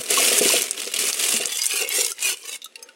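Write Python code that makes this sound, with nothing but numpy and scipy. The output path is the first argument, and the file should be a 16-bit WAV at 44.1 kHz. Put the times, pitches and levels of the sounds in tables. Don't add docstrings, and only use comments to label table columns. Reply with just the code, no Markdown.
import sys
import numpy as np
from scipy import signal
from scipy.fft import rfft, irfft, next_fast_len
from scipy.io import wavfile
from scipy.ndimage import uniform_filter1d, map_coordinates

SR = 44100
rng = np.random.default_rng(int(sys.argv[2]) if len(sys.argv) > 2 else 0)


def waveform_to_disk(signal):
    frames = np.transpose(np.atleast_2d(signal))
    scaled = np.clip(frames, -1, 1) * 32767
    samples = np.round(scaled).astype(np.int16)
    wavfile.write(sys.argv[1], SR, samples)


N = 130095
TOP_HZ = 15850
GRAB_START_S, GRAB_END_S = 1.34, 1.68

# (relative, per Hz)
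SCUFF_COLOUR = [(35, -59.5), (60, -39), (166, -26), (215, -9), (291, -12), (405, 1.5), (498, -1), (620, -9),
                (752, -11), (862, -27.5), (1090, -21), (1200, -16), (1600, -15), (2080, -20), (3520, -120)]
SCUFF_DB = 0.5
CREASE_DB, CREASES_PER_S, CREASE_CYCLES, CREASE_SPREAD_DB = -2, 3600, 1.67, 3.5
SLIDE_DB = -3.5
FACETS_PER_S, FACET_FLIPS_PER_S, FACET_CYCLES, FACET_SPREAD_DB = 800, 190, 9.1, 4
FACET_DB, FACET_GROWS_DB = -8.5, 0.55
CLUMPS_PER_S, CLUMP_DB, CLUMP_GROWS_DB = 170, 1, 0.2774
SLIDE_FROM_S, SLIDE_UNEVEN = (2.3, 2.483), 0.63
TREBLE_HZ = 4740


LIFTED_HZ = 287


def bags_and_rub():
    t = np.arange(N) / SR
    level_db, tilt_db, scuff_db = effort()
    gentle_db = np.minimum(level_db.max() - level_db, 13) * np.interp(t, SLIDE_FROM_S, [1, SLIDE_UNEVEN])

    depth_db = CLUMP_DB + CLUMP_GROWS_DB * gentle_db
    clumps_db = depth_db * np.clip(wobble(CLUMPS_PER_S), -2, 2) - depth_db ** 2 / 10

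    creases = pings(CREASES_PER_S, CREASE_CYCLES, CREASE_SPREAD_DB, CREASES_PER_S, size=128)
    fine = amp(CREASE_DB) * creases + amp(SLIDE_DB) * noise(BAG_COLOUR)
    facets = pings(FACETS_PER_S, FACET_CYCLES, FACET_SPREAD_DB, FACET_FLIPS_PER_S)
    share = amp(FACET_DB + FACET_GROWS_DB * gentle_db)
    film = (fine + share * facets) / np.sqrt(1 + share ** 2) * amp(clumps_db)

    treble = filtered(film, lambda hz: hz ** 4 / (hz ** 4 + TREBLE_HZ ** 4))
    tilted = treble * amp(tilt_db) + (film - treble) * amp(-.7 * tilt_db)
    crinkle = amp(level_db) * tilted

    scuff = amp(scuff_db + SCUFF_DB) * unit(noise(SCUFF_COLOUR) * amp(0.68 * clumps_db))
    lifted = np.interp(t, [GRAB_START_S, GRAB_END_S], [0, 1])
    scuff = scuff - lifted * filtered(scuff, lambda hz: 1 / (1 + (hz / LIFTED_HZ) ** 6))
    return folds(folds(pockets(crinkle + scuff)))


STROKES = [(.005, 0.0084, 0.048, 0.032, -28, 0.5, -35.5), (0.049, 0.082, 0.023, 0.057, -29, -2, -40),
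           (0.107, 0.05, 0.058, 0.028, -20.5, -1, -33.5), (0.164, .22, 0.015, 0.043, -18.5, -1, -31),
           (0.443, 0.14, 0.13, 0.074, -18.5, -1, -33), (0.611, 0.034, 0.028, 0.079, -25, -2, -37),
           (0.723, 0.037, 0.037, 0.068, -31.5, -3, -43), (0.782, 0.12, 0.05, 0.15, -30, -2.5, -45),
           (0.94, 0.032, 0.045, 0.069, -26.5, -2, -40), (0.992, 0.09, 0.017, .16, -22.5, -0.5, -38.5),
           (1.195, 0.18, 0.086, 0.15, -21.5, -0.5, -38.5), (1.395, 0.026, 0.019, 0.42, -33, -13, -41.5),
           (1.52, 0.19, 0.077, 0.031, -26, 0, -53.5), (1.729, 0.092, 0.11, 0.024, -22, -0.5, -43),
           (1.809, 0.034, .03, 0.11, -27.5, -1.5, -30.5), (1.907, 0.022, 0.045, 0.028, -25, -6, -47),
           (1.945, 0.063, 0.058, 0.1, -19, .5, -34), (2.032, 0.073, 0.027, 0.018, -29, 3.5, -42),
           (2.197, 0.024, 0.045, .03, -40, -16, -45), (2.246, 0.056, 0.062, 0.047, -18.5, 0, -39.5),
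           (2.315, 0.025, .02, 0.014, -26.5, -3, -41.5), (2.37, 0.034, 0.037, 0.058, -50, 6.5, -57),
           (2.434, 0.019, 0.007, 0.037, -38.5, -7.5, -48), (2.492, 0.07, 0.13, 0.012, -32, 0.5, -45.5),
           (2.82, 0.085, 0.13, 0.072, -56.5, -5, -50)]


def effort():
    s, hold, rise, fall, db, tilt_db, scuff_db = np.transpose(STROKES)[:, :, None]
    t = np.arange(N) / SR
    before, after = np.maximum(s - t, 0), np.maximum(t - s - hold, 0)
    shape = amp(-20 * (before / rise + after / fall)) ** 2
    power = shape * amp(db) ** 2 + 1e-14
    scuff_power = (shape * amp(scuff_db) ** 2).sum(0) + 1e-14
    mean_tilt_db = (power * tilt_db).sum(0) / power.sum(0)
    return 10 * np.log10(power.sum(0)), mean_tilt_db, 10 * np.log10(scuff_power)


# (relative, per Hz)
BAG_COLOUR = [(410, -56.5), (700, -5), (898, -18), (1090, -9.5), (1200, -9.5), (1620, -11), (1890, -9.5),
              (2220, -2), (2660, 0.5), (3840, -4.5), (9350, 0), (15200, -15.5), (16000, -11.5)]
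PING_LOW_HZ, PING_HIGH_HZ = 879, 14880
PING_LONGEST_S = 0.0022


def pings(per_s, life_cycles, spread_db, onsets_per_s, size=640):
    count = int(per_s * N / SR)
    onsets = rng.random(int(onsets_per_s * N / SR))
    first = (rng.choice(onsets, count) * N).astype(int)
    phase, pitch = rng.random((2, count))
    strength = rng.standard_normal(count)

    k = np.arange(size)
    ping_hz = PING_LOW_HZ * (PING_HIGH_HZ / PING_LOW_HZ) ** pitch
    cycles = ping_hz[:, None] * k / SR
    decay = np.exp(-cycles / life_cycles - k / SR / PING_LONGEST_S)
    sizes = amp(spread_db * np.minimum(strength, 1.7))[:, None]
    waves = sizes * decay * np.sin(2 * np.pi * (cycles + phase[:, None]))
    swarm = rfft(np.bincount((first[:, None] + k).ravel(), waves.ravel(), N)[:N])

    smooth_power = np.abs(uniform_filter1d(np.abs(swarm) ** 2, size=3001))
    white = irfft(swarm / np.sqrt(smooth_power + 1e-12), N)
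    return unit(filtered(white, lambda hz: amp(along(BAG_COLOUR, hz)) * hz ** 4 / (hz ** 4 + 850 ** 4)))


# peak_s, pitch_hz, gain_db
POCKETS = [(1.53, 3450, 9.5), (1.62, 4870, 11), (1.85, 2700, 12), (1.85, 540, 4.5), (2.0, 484, 2.5),
           (2.24, 2460, 4), (2.28, 364, 6), (2.3, 1486, 2.5), (2.44, 2350, 4), (2.51, 2760, 3),
           (2.52, 3720, 8)]
POCKET_LIFE_S, POCKET_WIDTH_HZ, MUFFLE_DB = 0.046, 90, -1.5


def pockets(x):
    t = np.arange(N) / SR
    out = x * amp(np.interp(t, [GRAB_START_S, GRAB_END_S], [0, MUFFLE_DB]))
    for s, hz, db in POCKETS:
        b, a = signal.iirpeak(hz, hz / POCKET_WIDTH_HZ, fs=SR)
        life = np.exp(-((t - s) / POCKET_LIFE_S) ** 2)
        out = out + amp(db) * life * signal.lfilter(b, a, x)
    return out


FOLD_OPEN, FOLD_CLOSED = 0.061, 0.27
FOLD_DELAY_S, FOLD_DRIFT, FOLD_MOVES_PER_S = .003, 0.0957, 8


def folds(x, count=6):
    n = np.arange(N)
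    share = np.interp(n / SR, [GRAB_START_S, GRAB_END_S], [FOLD_OPEN, FOLD_CLOSED])
    echoes = np.zeros(N)
    for k in range(count):
        rest_s = FOLD_DELAY_S * (k + 1 + rng.random()) / count
        delay_s = rest_s * (1 + FOLD_DRIFT * wobble(FOLD_MOVES_PER_S))
        echoes += rng.choice([-1, 1]) * np.interp(n - delay_s * SR, n, x)
    return (x + share * echoes) / np.sqrt(1 + count * share ** 2)


# start_s, level_db (peak, before SNAP_DB), pitch_hz
SNAPS = [(0.107, -5, 8900), (.381, -2, 8000), (.388, -2, 9400), (.484, -4, 7700), (0.49, -2, 5200),
         (0.5679, -5, 3300), (0.62, -1.5, 8400), (0.7097, -1, 7230), (0.775, -25, 5300), (.800, -16, 6940),
         (0.834, -20, 3680), (0.854, -14.5, 6050), (0.864, -19, 6500), (0.874, -16, 4930),
         (0.9378, -10.5, 3100), (0.94, -6, 7700), (.967, -9, 3860), (0.99, -9.5, 7800), (1.106, -18, 7420),
         (1.1293, -5.5, 5100), (1.291, -5.5, 8150), (1.34, -7.5, 7900), (1.3725, -8.5, 8800),
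         (1.4563, -3.5, 6900), (1.4716, -10.5, 8260), (1.5721, -5, 7800), (1.618, -4, 5500),
         (1.6357, -7, 8800), (1.657, -1.5, 8200), (1.665, -2, 8800), (1.709, -11, 2990),
         (1.823, -7.5, 6160), (1.89, -8.5, 9900), (2.0476, -5.5, 7200), (2.118, -6.5, 7600),
         (2.183, -25, 2520), (2.206, -18, 5160), (2.2255, -8.5, 7900), (2.372, -24, 7500),
         (2.4307, -25.5, 4950)]
SNAP_DB, SNAP_T60_S, SNAP_OCTAVES = -3, 0.0058, 0.91


def snaps():
    out = np.zeros(N)
    for s, db, hz in SNAPS:
        add(out, s, amp(db + SNAP_DB) * crack(hz, SNAP_OCTAVES, SNAP_T60_S))
    return out


SNAP_ATTACK_S, SNAP_TAIL_DB, SNAP_TAIL_T60_S = 0.00047, -22, 0.044
SNAP_LOW_HZ, SNAP_BROAD = 1700, 0.33


def crack(centre_hz, octaves, t60):
    t = np.arange(SR // 4) / SR
    decay = amp(-60 * t / t60) + amp(SNAP_TAIL_DB - 60 * t / SNAP_TAIL_T60_S)
    envelope = decay * (1 - np.exp(-t / SNAP_ATTACK_S))
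    burst = bandpass(rng.standard_normal(len(t)) * envelope, [SNAP_LOW_HZ, TOP_HZ])
    edges = np.minimum(centre_hz * 2. ** (octaves * np.array([-.5, .5])), [TOP_HZ - 10, TOP_HZ])
    return peak(peak(bandpass(burst, edges)) + SNAP_BROAD * peak(burst))


# pitch_hz, level_db (relative), t60_s
DRAWER = [(224, -4.5, 0.15), (320, 10.5, 0.021), (359.5, -1.5, 0.048), (404.7, 5, 0.082),
          (489.4, 3.5, 0.094), (554, 5, 0.048), (689.5, 10, 0.038), (737, -0.5, 0.025)]
# start_s, level_db (peak, before the high-pass), pitch_hz (driven hardest)
BUMPS = [(.106, -21.5, 403), (.197, -20.5, 720), (.314, -20.5, 620), (.408, -11.5, 340), (.421, -16.5, 417),
         (0.454, -15.5, 330), (.536, -13.5, 513), (0.552, -19.5, 360), (.785, -36, 302), (.867, -27.5, 457),
         (1.34, -25.5, 256), (1.035, -26, 406), (1.398, -25.5, 410), (1.46, -33, 460), (1.737, -27.5, 386),
         (1.982, -23, 420)]
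BUMP_OCTAVES, BUMP_ATTACK_S = 0.44, 0.0026
BUMP_LOW_HZ = 100


def bumps():
    out = np.zeros(N)
    for s, db, hz in BUMPS:
        add(out, s, amp(db) * ring(DRAWER, hz, BUMP_OCTAVES, BUMP_ATTACK_S))
    return without_thud(out)


# start_s, level_db (peak, before the high-pass), pitch_hz, t60_s
KNOCKS = [(0.174, -15.5, 1104, 0.04), (0.5, -22.5, 1025, 0.026), (2.117, -35, 1370, 0.036),
          (2.545, -36, 2180, 0.052), (2.657, -40, 1300, 0.042), (2.888, -42.5, 1460, 0.047)]


def knocks():
    out, t = np.zeros(N), np.arange(SR // 4) / SR
    for s, db, hz, t60 in KNOCKS:
        envelope = amp(-60 * t / t60) * (1 - np.exp(-t / BUMP_ATTACK_S))
        add(out, s, amp(db) * peak(envelope * np.sin(2 * np.pi * hz * t)))
    return without_thud(out)


def without_thud(x):
    return signal.sosfilt(signal.butter(2, BUMP_LOW_HZ, "high", fs=SR, output="sos"), x)


RING_ROUGH = 0.00023
MODE_SCATTER_DB = 2.9


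def ring(modes, centre_hz, octaves, attack_s):
    t = np.arange(SR // 4) / SR
    tones = np.zeros(len(t))
    for hz, db, t60 in modes:
        unsteady_t = t + RING_ROUGH * np.cumsum(rng.standard_normal(len(t))) / np.sqrt(SR)
        envelope = amp(db + rng.normal(0, MODE_SCATTER_DB) - 60 * t / t60)
        tone = np.sin(2 * np.pi * (hz * unsteady_t + rng.random()))
        tones += hump(hz, centre_hz, octaves) * envelope * tone
    return peak(tones * (1 - np.exp(-t / attack_s)) ** 2)


# pitch_hz, level_db (relative), t60_s
BOTTLE = [(2850, -7, .03), (3600, 0, .045), (3790, -2, .04), (4170, -11, .04), (6280, -6, .025),
          (7260, -5, .022), (9080, -6, .018), (10100, -5, .02), (12450, -7, .022)]
JAR = [(2750, 1.5, 0.022), (4490, -9.5, 0.018), (8450, -2, 0.018), (10100, -5, 0.021)]
LID = [(2530, -2, 0.029), (5000, 0, 0.017), (5130, -1, 0.021), (6370, -13, .06), (8000, -3, .025),
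       (10000, 1.5, 0.017)]
# start_s, level_db (before the ring and tick levels), pitch_hz (driven hardest), container
CLINKS = [(2.618, -27, 3440, "bottle"), (2.627, -33, 3700, "bottle"), (2.643, -21.5, 8300, "bottle"),
          (2.657, -28.5, 5170, "bottle"), (2.723, -47, 2670, "jar"), (2.756, -22, 3330, "jar"),
          (2.792, -37.5, 3380, "lid"), (2.826, -24.5, 8000, "lid"), (2.8878, -35, 2930, "jar")]
CLINK_RING_DB, CLINK_TICK_DB = -1.5, -4
CLINK_T60_S, CLINK_OCTAVES, CLINK_ATTACK_S = 0.03, 1.6, 0.00079


def clinks():
    out = np.zeros(N)
    bodies = {"bottle": BOTTLE, "jar": JAR, "lid": LID}
    for s, db, hz, name in CLINKS:
        body = amp(CLINK_RING_DB) * ring(bodies[name], hz, CLINK_OCTAVES, CLINK_ATTACK_S)
        tick = amp(CLINK_TICK_DB) * crack(hz, CLINK_OCTAVES, CLINK_T60_S)
        add(out, s, amp(db) * (body + tick))
    return out


# pitch_hz, level_db, t60_s
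FAINT_RING = [(533, -53, 0.6), (900, -54.5, 0.75), (1860, -58, 0.71)]
RING_AT_S, RING_ATTACK_S = 2.76, 0.017


def faint_ring():
    out, t = np.zeros(N), np.arange(SR // 2) / SR
    tones = sum(amp(db - 60 * t / t60) * np.sin(2 * np.pi * hz * t) for hz, db, t60 in FAINT_RING)
    add(out, RING_AT_S, (1 - np.exp(-t / RING_ATTACK_S)) * tones)
    return out


# pitch_hz, t60_s
ROOM_DECAY = [(200, 0.24), (2000, 0.41), (12000, 0.2)]
ROOM_DB = -19
WALLS_DB, WALLS_S = -10.5, .011


def room(x):
    hz, t, z = signal.stft(rng.standard_normal(SR // 3), SR, nperseg=256)
    decay = amp(-60 * t / along(ROOM_DECAY, hz)[:, None])
    tail = signal.istft(z * decay, SR, nperseg=256)[1]
    answer = amp(ROOM_DB) * tail / np.linalg.norm(tail)
    walls = rng.random((8, 2))
    for delay, sign in walls:
        reflection = amp(WALLS_DB) * np.sign(sign - .5) / np.sqrt(len(walls))
        add(answer, WALLS_S * (0.10055 + delay), np.array([reflection]))
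    return x + signal.fftconvolve(x, answer)[:N]


# (relative, per Hz)
FLOOR_COLOUR = [(40, -32.5), (140, -18.5), (210, -9.5), (500, -0.5), (850, -14.5), (2600, -8), (4600, -13),
                (10000, -18), (16000, -42)]
FLOOR_DB = -58.5


def quiet_room():
    return amp(FLOOR_DB) * noise(FLOOR_COLOUR)


def amp(db):
    return 10 ** (np.asarray(db) / 20)


def unit(x):
    return x / np.sqrt(np.mean(x ** 2) + 1e-20)


def peak(x):
    return x / (np.abs(x).max() + 1e-20)


def along(points, hz):
    f, v = np.transpose(points)
    return np.interp(np.log(hz + 1), np.log(f + 1), v)


def hump(hz, centre_hz, octaves):
    return 1 / (1 + (np.log2((hz + 1) / centre_hz) / octaves) ** 2)


def wobble(rate):
    return map_coordinates(rng.standard_normal(4096), [np.arange(N) * rate / SR], mode="wrap")


def filtered(x, response):
    m = next_fast_len(len(x) + 4096)
    return irfft(rfft(x, m) * response(np.fft.rfftfreq(m, 1 / SR)), m)[:len(x)]


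def bandpass(x, edges_hz):
    return signal.sosfilt(signal.butter(2, edges_hz, "band", fs=SR, output="sos"), x)


def noise(spectrum):
    return unit(filtered(rng.standard_normal(N), lambda hz: amp(along(spectrum, hz))))


def add(track, s, sound):
    i = min(N, max(0, round(s * SR)))
    track[i:i + len(sound)] += sound[:N - i]


def scene():
    drawer = bags_and_rub() + snaps() + bumps() + knocks() + clinks() + faint_ring()
    return (room(drawer) + quiet_room())[None]


MIC_LOW_HZ = 90


def record(dry):
    return filtered(dry[0], lambda hz: hz ** 2 / np.sqrt(hz ** 4 + MIC_LOW_HZ ** 4) * (hz < TOP_HZ))[None]


dry = scene()
out = record(dry)
waveform_to_disk(out)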